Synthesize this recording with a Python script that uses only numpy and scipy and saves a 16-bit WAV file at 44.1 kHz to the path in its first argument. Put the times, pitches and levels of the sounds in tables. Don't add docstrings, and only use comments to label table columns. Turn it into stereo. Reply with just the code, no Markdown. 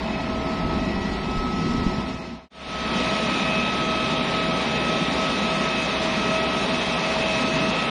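import sys
import numpy as np
from scipy import signal
from scipy.fft import rfft, irfft
from scipy.io import wavfile
from scipy.ndimage import uniform_filter1d

SR = 44100
rng = np.random.default_rng(int(sys.argv[2]) if len(sys.argv) > 2 else 0)


def natural_amplitude(level_db):
    exponent = np.asarray(level_db, float) / 20
    return 10 ** exponent


def wrap_up_sound(samples):
    columns = np.atleast_2d(samples).T
    tamed = np.clip(columns, -1, 1)
    steps = np.round(tamed * 32767).astype(np.int16)
    wavfile.write(sys.argv[1], SR, steps)


N = 348390
T = np.arange(N) / SR
CUT_S = 2.4955
# f/Hz, density/dB
THUMP_SPECTRUM = [(10, -19), (22, 0), (35, 1), (55, -4), (90, -6), (200, -62)]


def evened(x):
    return x / np.sqrt(np.mean(abs(x) ** 2) + 1e-20)


def read(points, hz):
    f, value = np.transpose(points)
    return np.interp(np.log(hz + 1), np.log(f + 1), value)


def column(rows, index, t):
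    rows = np.array(rows)
    return np.interp(t, rows[:, 0], rows[:, index])


def smoothed(x, first_size, second_size):
    return uniform_filter1d(uniform_filter1d(x, size=first_size, axis=-2), size=second_size, axis=-1)


def drift(width_hz, count, size):
    step = 64
    z = rng.standard_normal((count, size // step + 2, 2)) @ [1, 1j]
    hz = np.fft.fftfreq(z.shape[1], step / SR)
    z = np.fft.ifft(np.fft.fft(z) / (1 + (2 * hz / width_hz) ** 2))
    at = np.arange(size) / step
    return [evened(np.interp(at, np.arange(len(v)), v)) for v in z]


def swells(t, rows, rest_db):
    return natural_amplitude(rest_db) + sum(natural_amplitude(db) * np.exp(-((t - at) / half) ** 2) for at, db, half in rows)


def coloured(spectrum, size):
    gain = natural_amplitude(read(spectrum, np.fft.rfftfreq(size, 1 / SR)))
    return evened(irfft(rfft(rng.standard_normal((2, size))) * gain, size))


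def two_paths(db, phase_turns, front, across):
    carrier = np.exp(2j * np.pi * phase_turns)
    return np.sqrt(2) * natural_amplitude(db) * (carrier * [front - across, front + across]).real


def carried_tone(t, turns, rows, rest_db, ports_db, scatter):
    paths = 1 + scatter * np.array(drift(2.5, 2, len(t)))
    level = np.sqrt(2 / (1 + scatter ** 2)) * natural_amplitude(ports_db)[:, None] * swells(t, rows, rest_db)
    return level * (paths * np.exp(2j * np.pi * turns)).real


def airflow(t, spot, spectrum, layer, size, patchy_db, flicker_db, trim_db):
    # f/Hz, correlation
    likeness = [
        [(60, 1), (400, 0.95), (900, 0.78), (1100, 0.52), (1300, 0.032), (1600, 0.68), (2500, 0), (15000, 0.37)],
        [(60, 1), (270, 0.98), (450, 0.78), (550, 0.62), (750, 0.85), (1000, 0.012), (1300, 0), (15000, 0.098)],
    ]
    # f/Hz, difference/dB
    lean = [
        [(60, -6), (110, -9), (200, 1), (380, 0), (700, 1.0), (1290, -0.5), (2380, -1), (4400, 0.5), (8120, 7.5), (15000, 10)],
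        [(60, 0.5), (110, -1), (200, 1.5), (380, 1), (700, -2.5), (1290, -1.5), (2380, -6.5), (4400, -3), (8120, 1.5), (15000, 18)],
    ]
    left_engine = [
        (.35, 14),
        (.3, 12),
    ]
    # roar/dB, rush/dB, sizzle/dB
    steady_db = [
        (-25.5, -29.5, -45),
        (-28, -26, -41.5),
    ]
    # t/s, sizzle gain/dB
    facing = [(0, 1), (.9, 2.5), (1.6, 5.5), (2.0, 5), (2.49, 3.5), (2.6, 2.5), (3.1, 3), (3.6, -0.5),
              (4.4, -0.5), (5.2, 2), (6.5, 1.7), (7.4, 3.5), (7.9, 1.3)]
    # roar, rush, sizzle [dB/dB]
    follow = [
        (0.21, -0.46, 1),
        (0.13, 0.27, 0.98),
    ]

    overlap = size * 3 // 4
    hz, s, z = signal.stft(rng.standard_normal((2, len(t))), SR, nperseg=size, noverlap=overlap)
    patches = evened(smoothed(rng.standard_normal(z.shape), 8, 20))
    flicker = evened(uniform_filter1d(rng.standard_normal(len(s)), size=12))

    share, lag = left_engine[spot]
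    aside = share * np.exp(-2j * np.pi * hz * lag / SR)
    aside = aside / (1 + (1200 / (hz + 1)) ** 4 + (hz / 9000) ** 4)
    same = (np.clip(read(likeness[spot], hz), 0, .99) + aside)[:, None]
    other = np.sqrt(np.maximum(1 - abs(same) ** 2, 0))
    pair = np.array([z[0], same * z[0] + other * z[1]]) / np.sqrt((1 + same.real) / 2)

    lively = 1 / (1 + (hz[:, None] / 10500) ** 8)
    lean_db = read(lean[spot], hz)[:, None] / 2
    effort_db = steady_db[spot][layer] + follow[spot][layer] * column(facing, 1, s + t[0])
    swell_db = effort_db - effort_db.mean() + flicker_db * flicker + patchy_db * patches
    level_db = trim_db + effort_db.mean() + lively * swell_db
    tint = evened(natural_amplitude(read(spectrum[spot], hz)))[:, None]
    pair *= tint * natural_amplitude(level_db + np.array([lean_db, -lean_db]))
    return signal.istft(pair, SR, nperseg=size, noverlap=overlap)[1][:, :len(t)]


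def whine(t, spot, wander_hz, fading_hz):
    # level/dB, sideways share/dB, lean to the right (-1..1)
    stack = [
        [(0, -12, 0), (0, -8, -.2), (0, -8, .1), (-2, -5, .1), (-2, 0, .3), (-3, 0, .1), (-65, 0, .1)],
        [(0, -9, 0), (0, -3, -.15), (-1.5, 1, .4), (0, -3, .5), (0, -3, .5), (-2, -3, .2), (-58, 0, .2)],
    ]
    # t/s, peak/dB, half length/s
    first = [(0.3, -36, 0.41), (0.84, -41, 0.17), (2.55, -38.5, 0.6), (3.18, -35, 0.12), (3.55, -31.5, 0.1),
             (3.9, -34.5, 0.12), (4.42, -34.5, 0.34), (4.95, -37, 0.08), (5.21, -33.5, 0.12),
             (5.51, -31.5, 0.1), (5.75, -35, 0.11), (6.05, -33, 0.13), (6.37, -28.5, 0.13),
             (6.74, -33.5, 0.18), (7.21, -30.5, 0.21), (7.63, -31, 0.15)]
    second = [(.46, -38.5, 0.33), (.73, -40.5, 0.12), (1.41, -42, 0.089), (1.64, -36, 0.54),
              (2.77, -35.5, 0.038), (2.95, -34.5, 0.42), (3.85, -31.5, 0.43), (4.45, -32.5, 0.18),
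              (4.95, -33, 0.19), (5.27, -32, 0.056), (5.62, -34, 0.3), (6.38, -32, 0.23),
              (6.98, -39.5, 0.23), (7.42, -35.5, 0.11), (7.62, -37, 0.093), (7.85, -32, .12)]
    third = [(.2, -48, .07), (.57, -46, 0.073), (2.26, -50, 0.057), (1.02, -41, 0.18), (1.76, -46, 0.28),
             (2.9, -43, 0.23), (3.5, -45.5, 0.33), (4.95, -44, 0.57), (6.34, -43, 0.55), (7.1, -56, .2),
             (7.7, -43.5, 0.5)]
    fourth = [(.14, -48, 0.1), (.52, -48, 0.088), (.84, -44, 0.09), (1.3, -42, 0.062), (1.62, -44, .07),
              (2.05, -58, .15), (3.05, -40, .12), (3.35, -39.5, 0.16), (3.57, -30, 0.12), (4.04, -37, 0.18),
              (4.42, -38.5, 0.054), (4.8, -38.5, 0.22), (5.49, -37.5, 0.26), (5.83, -35, .13),
              (6.33, -37.5, 0.24), (6.78, -38.5, .1), (7.15, -35.5, 0.24), (7.63, -36, 0.28)]
    fifth = [(2.8, -43, 0.092), (3.55, -45, .15), (3.95, -44, .16), (4.2, -42.5, 0.06), (4.57, -44, .1),
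             (4.95, -42, .12), (5.27, -46, 0.092), (5.8, -46, .14), (6.2, -45, .1), (6.5, -45, .12),
             (6.87, -42, 0.065), (7.27, -44, .1), (7.85, -44, .12)]
    sixth = [(3.0, -46.5, 0.13), (3.42, -46, .08), (3.7, -46, .1), (4.2, -43.5, 0.13), (4.42, -46, .07),
             (4.67, -45, .08), (4.95, -43, .06), (5.4, -42, .09), (5.85, -48, .1), (6.42, -53, .12),
             (6.8, -48, .1), (7.3, -49, .1)]
    swelling = first, second, third, fourth, fifth, sixth
    shaft_hz = (645.6, 643.0)[spot]
    faint_db, per_overtone_db = (-53.5, -50)[spot], -0.5

    turns = np.cumsum(shaft_hz + wander_hz * drift(0.61, 1, len(t))[0].real) / SR
    out = np.zeros((2, len(t)))
    for k, (db, side_db, lean) in enumerate(stack[spot], 1):
        front, side = drift(fading_hz * k ** 0.53, 2, len(t))
        if k <= len(swelling):
            swell = swells(t, swelling[k - 1], faint_db + per_overtone_db * k)
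            flutter = 1 + 0.13 * drift(14.0, 1, len(t))[0]
            front = swell * np.exp(.4j * front.real) * flutter
            side = side * np.sqrt(np.mean(abs(front) ** 2))
        else:
            front = .75 + .6 * front
        across = lean * front + natural_amplitude(side_db) * side
        out += two_paths(db, k * turns, front, across)
    return out


def blades(t, spot):
    # f/Hz, width/Hz, level/dB
    tones = [
        [(3647, 14, -62), (5125, 12, -63), (6944, 10, -72), (7687, 14, -78), (8714, 14, -80), (9064, 16, -78)],
        [(133, 9, -48), (165, 12, -43), (197, 10, -40), (236, 9, -39), (264, 8, -41), (425, 14, -45), (3848, 25, -52), (6916, 30, -66), (9021, 14, -65)],
    ]
    # f/Hz, width/Hz, level/dB
    twin = [
        (1280.4, 2.5, -48),
        (1920.6, 4, -52),
        (2560.8, 4, -50),
    ]
    out = np.zeros((2, len(t)))
    for hz, width_hz, db in tones[spot] + twin * spot:
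        front, side = drift(width_hz, 2, len(t))
        out += two_paths(db, hz * t, front, side * hz / (hz + 1500))
    return out


def standpoint(t, spot):
    # f/Hz, density/dB
    roar_spectrum = [
        [(12, -44), (20, -21), (32, -14), (53, -6.5), (123, -17), (166, -3.5), (197, -0.5), (226, -0.5), (273, -2.5), (304, -12), (348, -6), (398, -9.5), (500, -20.5), (650, -53), (1100, -120)],
        [(12, -66), (20, -38), (32, -19), (60, -10.5), (76, -14), (97, -19), (118, -10), (187, 0), (248, -0.5), (300, -5.5), (420, -6.5), (455, -17), (500, -8), (650, -32.5), (1100, -120)],
    ]
    rush_spectrum = [
        [(250, -58), (420, -8), (515, -9), (651, -7), (685, -4), (1020, -4.5), (1140, -11.5), (1330, -12.5), (1370, -11), (1520, -19), (2000, -11.5), (2280, -13.5), (4800, -23.5), (6240, -43), (10600, -120)],
        [(250, -44), (420, -9.5), (600, -5.5), (644, -2.5), (685, -6), (1020, -8), (1250, -9), (1470, -14.5), (2380, -11.5), (2580, -11), (2830, -13.5), (3720, -12.5), (4800, -23.5), (6240, -29.5), (10600, -120)],
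    ]
    sizzle_spectrum = [
        [(2530, -6), (4300, 0), (4890, -5.5), (5270, -0.5), (6120, -10.5), (6820, -11), (7310, -17.5), (7800, -17), (8270, -32), (9060, -17.5), (9820, -30), (10600, -30), (11900, -41), (13800, -35), (15500, -46)],
        [(2530, -29), (4300, -7), (6160, -9), (6600, -12), (7120, -14), (7270, -16.5), (8140, -21), (8770, -18.5), (9200, -15.5), (9350, -18), (10000, -26), (11400, -34), (12000, -48), (13900, -48.5), (15500, -66)],
    ]
    roar = airflow(t, spot, roar_spectrum, layer=0, size=4096,
                   patchy_db=1.4, flicker_db=1.43, trim_db=[-3.5, -1.6][spot])
    rush = airflow(t, spot, rush_spectrum, layer=1, size=512,
                   patchy_db=0.84, flicker_db=0.26, trim_db=[-1.8, -1.7][spot])
    sizzle = airflow(t, spot, sizzle_spectrum, layer=2, size=512,
                     patchy_db=-0.4, flicker_db=-0.83, trim_db=[-.2, -.3][spot])
    tones = whine(t, spot, wander_hz=0.394, fading_hz=3.3) + blades(t, spot)
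    return roar + rush + sizzle + tones


def hum(waver_hz, waver_db):
    # t/s, f/Hz, level/dB
    course = [(0, 63, -40), (1.6, 63, -39), (2.4, 63.13, -39.5), (2.6, 65.9, -40), (3.0, 65.94, -42),
              (3.2, 66.04, -45), (7.9, 66, -47)]
    pitch, swell = np.real(drift(5.2, 2, N))
    turns = np.cumsum(column(course, 1, T) + waver_hz * pitch) / SR
    level = natural_amplitude(column(course, 2, T) + waver_db * swell)
    return np.sqrt(2) * level * np.cos(2 * np.pi * turns)


def wind(t, lumpy_db, thump_db, flutter_db):
    # t/s, half length/s, thump/dB, flutter/dB
    gusts = [
        [(.38, .08, -39, -33), (.78, 0.079, -42, -35), (.98, .04, -36, -31), (1.1, .05, -28, -27), (1.24, 0.064, -31, -32), (1.68, 0.072, -37, -24), (1.79, 0.078, -25, -40), (1.9, 0.097, -33, -28)],
        [(.2, .15, -43, -26.5), (.65, 0.1, -28, -21), (.9, 0.19, -45, -25), (1.35, 0.078, -39, -27), (1.55, .07, -29, -37), (1.74, 0.066, -32, -27), (1.85, 0.045, -32, -41), (2.15, 0.066, -41, -27)],
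    ]
    # t/s, port, peak/dB, f/Hz, spread/s
    pops = [(.645, 1, -19, 45, .025), (.98, 0, -27, 30, .02), (1.11, 0, -22, 40, .02),
            (1.79, 0, -22, 28, .03), (1.365, 1, -13, 170, 0.004), (1.378, 0, -14, 33, 0.022),
            (1.617, 0, -14, 171, 0.0072), (1.617, 1, -21, 190, 0.0055), (1.693, 0, -11, 236, 0.0076),
            (1.75, 0, -17, 284, 0.0055), (1.777, 1, -14, 130, 0.0074), (1.867, 0, -3, 208, 0.0032),
            (1.872, 0, -11, 38, 0.01), (1.987, 0, -9.5, 169, 0.0026)]
    # f/Hz, density/dB
    flutter_spectrum = [(50, -12), (100, 1), (170, 2.5), (250, -5.5), (350, -9.5), (500, -20), (1000, -66)]
    breeze_thump_db, breeze_flutter_db = -50, -38.5

    thump = np.array([swells(t, [(s, db, half) for s, half, db, _ in port], breeze_thump_db)
                      for port in gusts])
    flutter = np.array([swells(t, [(s, db, half) for s, half, _, db in port], breeze_flutter_db)
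                        for port in gusts])
    lumps = natural_amplitude(lumpy_db * np.real(drift(25., 2, len(t))))
    out = natural_amplitude(thump_db) * thump * coloured(THUMP_SPECTRUM, len(t))
    out += natural_amplitude(flutter_db) * flutter * lumps * coloured(flutter_spectrum, len(t))
    for at, port, db, pop_hz, spread_s in pops:
        u = t - at
        skewed_s = spread_s * (0.86 + 0.27 * np.tanh(u / .002))
        envelope = np.exp((.001 - np.hypot(u, .001)) / skewed_s)
        out[round(port)] += natural_amplitude(db) * np.cos(2 * np.pi * pop_hz * u) * envelope
    return out


def slower_engine(t):
    # t/s, peak/dB, half length/s
    carry = [(.14, -42, .13), (.78, -48.5, .06), (.97, -49, 0.13), (1.45, -45, 0.072), (2.2, -48, 0.26)]
    return carried_tone(t, 2561 * t, carry, -60.5, np.zeros(2), scatter=0.45)


def spooling(t):
    # t/s, shaft speed/Hz
    speed = [(2.5, 112.27), (2.9, 112.55), (3.5, 112.95), (4.7, 113.27), (5.7, 113.68), (6.1, 114.32),
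             (6.6, 115.14), (7, 116.05), (7.4, 116.73), (7.9, 117.45)]
    # t/s, peak/dB, half length/s
    order_swells = [
        [(3.5, -48, .25), (5.0, -52, 0.2), (7.5, -43, .1)],
        [(3.05, -42, .15), (3.55, -41, 0.33), (4.1, -48, .15), (4.8, -46, .22), (5.7, -44, 0.13), (6.15, -42.5, .16), (6.6, -41, 0.14), (6.9, -39, .15), (7.5, -39, .3)],
        [(3.9, -42, .15), (4.82, -38, .25), (6.28, -40, .1), (6.65, -37.5, 0.17), (7.0, -37.5, .1), (7.28, -35, 0.081), (7.7, -40, .25)],
        [(3.0, -51, 0.18), (4.8, -54, 0.086), (5.15, -50, 0.18), (6.2, -58, .3)],
        [(3.5, -41, .2), (3.95, -47, 0.14)],
        [(3.3, -59, .15), (3.8, -61, .1), (5.25, -57, .35), (5.85, -61, .1), (6.7, -61, .2)],
        [(3.8, -64, .2), (6.3, -63, .2), (7.0, -61, .2)],
    ]
    # t/s, peak/dB, half length/s
    pure_swells = [
        [(3.08, -43, .08), (3.6, -49, .2), (4.2, -48, .15), (5.1, -47, .15), (5.65, -51, .1), (6.9, -54, .2)],
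        [(2.75, -45, 0.11), (3.3, -45, 0.14), (4.2, -47, 0.27), (5.05, -47, 0.27), (5.65, -47, 0.2), (6.1, -53, .15), (7.7, -51, .15)],
        [(4.0, -53, .15), (5.6, -51, .15), (6.7, -46, 0.23), (7.35, -45, .06)],
        [(3.3, -64, 0.33), (4.3, -66, 0.48), (5.7, -66, 0.58), (7.3, -65, .4)],
    ]
    orders, orders_faint_db = (21, 22, 23, 42.57, 11, 53.8, 54.8), (-55, -55, -55, -60, -56, -68, -70)
    pure_hz, pure_faint_db = (3603, 3638, 3888, 6916), (-56, -55, -56, -65)
    ports_db = np.array((-5, 2))

    turns = np.cumsum(column(speed, 1, t) + 0.0509 * drift(1.48, 1, len(t))[0].real) / SR
    rising = sum(carried_tone(t, k * turns, rows, db, ports_db, scatter=0.53)
                 for k, rows, db in zip(orders, order_swells, orders_faint_db))
    steady = sum(carried_tone(t, hz * t, rows, db, ports_db / 2, scatter=0.49)
                 for hz, rows, db in zip(pure_hz, pure_swells, pure_faint_db))
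    return rising + steady


def late_gust(t):
    # t/s, thump/dB
    course = [
        (2.5, -50),
        (2.9, -39),
        (3.05, -53),
        (3.25, -62),
    ]
    return natural_amplitude(column(course, 1, t)) * coloured(THUMP_SPECTRUM, len(t))[0]


def scene():
    first, second = T[T < CUT_S], T[T >= CUT_S]
    windy = standpoint(first, 0) + wind(first, lumpy_db=0.5, thump_db=-4.5, flutter_db=-5.5)
    windy += slower_engine(first)
    sheltered = standpoint(second, 1) + spooling(second) + late_gust(second)
    return np.concatenate([windy, sheltered], axis=1) + hum(waver_hz=1.07, waver_db=1.0)


def gate(x, start_s, limits, budget_db, band_db):
    # t/s, strength/dB, half length/s
    spare = [(3.08, 5, .025), (3.19, 0, .04), (3.3, 5, .03), (3.624, 0.5, 0.11), (4.272, 0, .04),
             (4.48, 1, .03), (4.584, 5, .03), (4.83, 5, .03), (4.93, 0, .03), (5.18, 3, .09),
             (5.36, 2, .06), (5.823, 8, 0.022), (6.55, 4, .03), (6.63, 3, .02), (6.97, 2, .03),
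             (7.142, 3.5, 0.096), (7.33, 4, 0.044), (7.68, 1, .03)]
    size = x.shape[1]
    x = np.pad(x, ((0, 0), (0, 2048)), "reflect")
    hz, s, z = signal.stft([x[0] + x[1], x[0] - x[1]], SR, nperseg=2048, noverlap=1536,
                           boundary="even", padded=False)
    power = abs(z) ** 2 + 1e-20
    patch = smoothed(power, 3, 3)
    usual = smoothed(power, 30, 40)
    chance = rng.standard_normal((2, len(s)))
    budget = evened(uniform_filter1d(chance[0], size=2)) * .6 + swells(s + start_s, spare, -29)
    bands = evened(smoothed(rng.standard_normal(z.shape[1:]), 12, 4))
    top = np.exp(-((hz[:, None] - 11000) / 1700) ** 4)
    limit_db = read(limits, hz)[:, None] + band_db * bands * (1 - 0.45 * top)
    limit_db = limit_db - budget_db * budget * top
    kept = (10 * np.log10(abs(patch / usual)) > limit_db) | (hz[:, None] < limits[0][0])
    both, apart = signal.istft(z * kept, SR, nperseg=2048, noverlap=1536)[1][:, :size] / 2
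    return np.array([both + apart, both - apart])


def roll_off(x):
    return signal.sosfilt(signal.butter(12, 15630, fs=SR, output="sos"), x)


def record(dry):
    # f/Hz, limit re usual level/dB
    limits = [
        [(2200, -10), (3200, -5), (4000, -3.5), (4400, -1), (5000, -2), (7000, .5), (9000, -4), (10000, 1), (11000, -.5), (12000, 1), (13000, .5), (14300, .5), (14900, 6), (15400, 10)],
        [(3000, -11), (4500, -4), (6000, -1), (6650, 1), (6900, -1), (7300, 3.5), (7700, 1), (8400, 2), (9000, -5), (9700, 9), (12300, 9), (13000, 0), (14300, 0), (15000, 8)],
    ]
    silent_s, fade_s = 0.0075, 0.49
    fade = np.clip((abs(T - CUT_S) - silent_s) / fade_s, .001, 1)
    fade *= np.sin(np.pi / 2 * np.minimum((T[-1] - T) / .004, 1)) ** 2
    windy = gate(dry[:, T < CUT_S], 0, limits[0], budget_db=3.5, band_db=2.5)
    sheltered = gate(dry[:, T >= CUT_S], CUT_S, limits[1], budget_db=4.5, band_db=2.5)
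    return roll_off(np.concatenate([windy, sheltered], axis=1) * fade)


dry = scene()
out = record(dry)
wrap_up_sound(out)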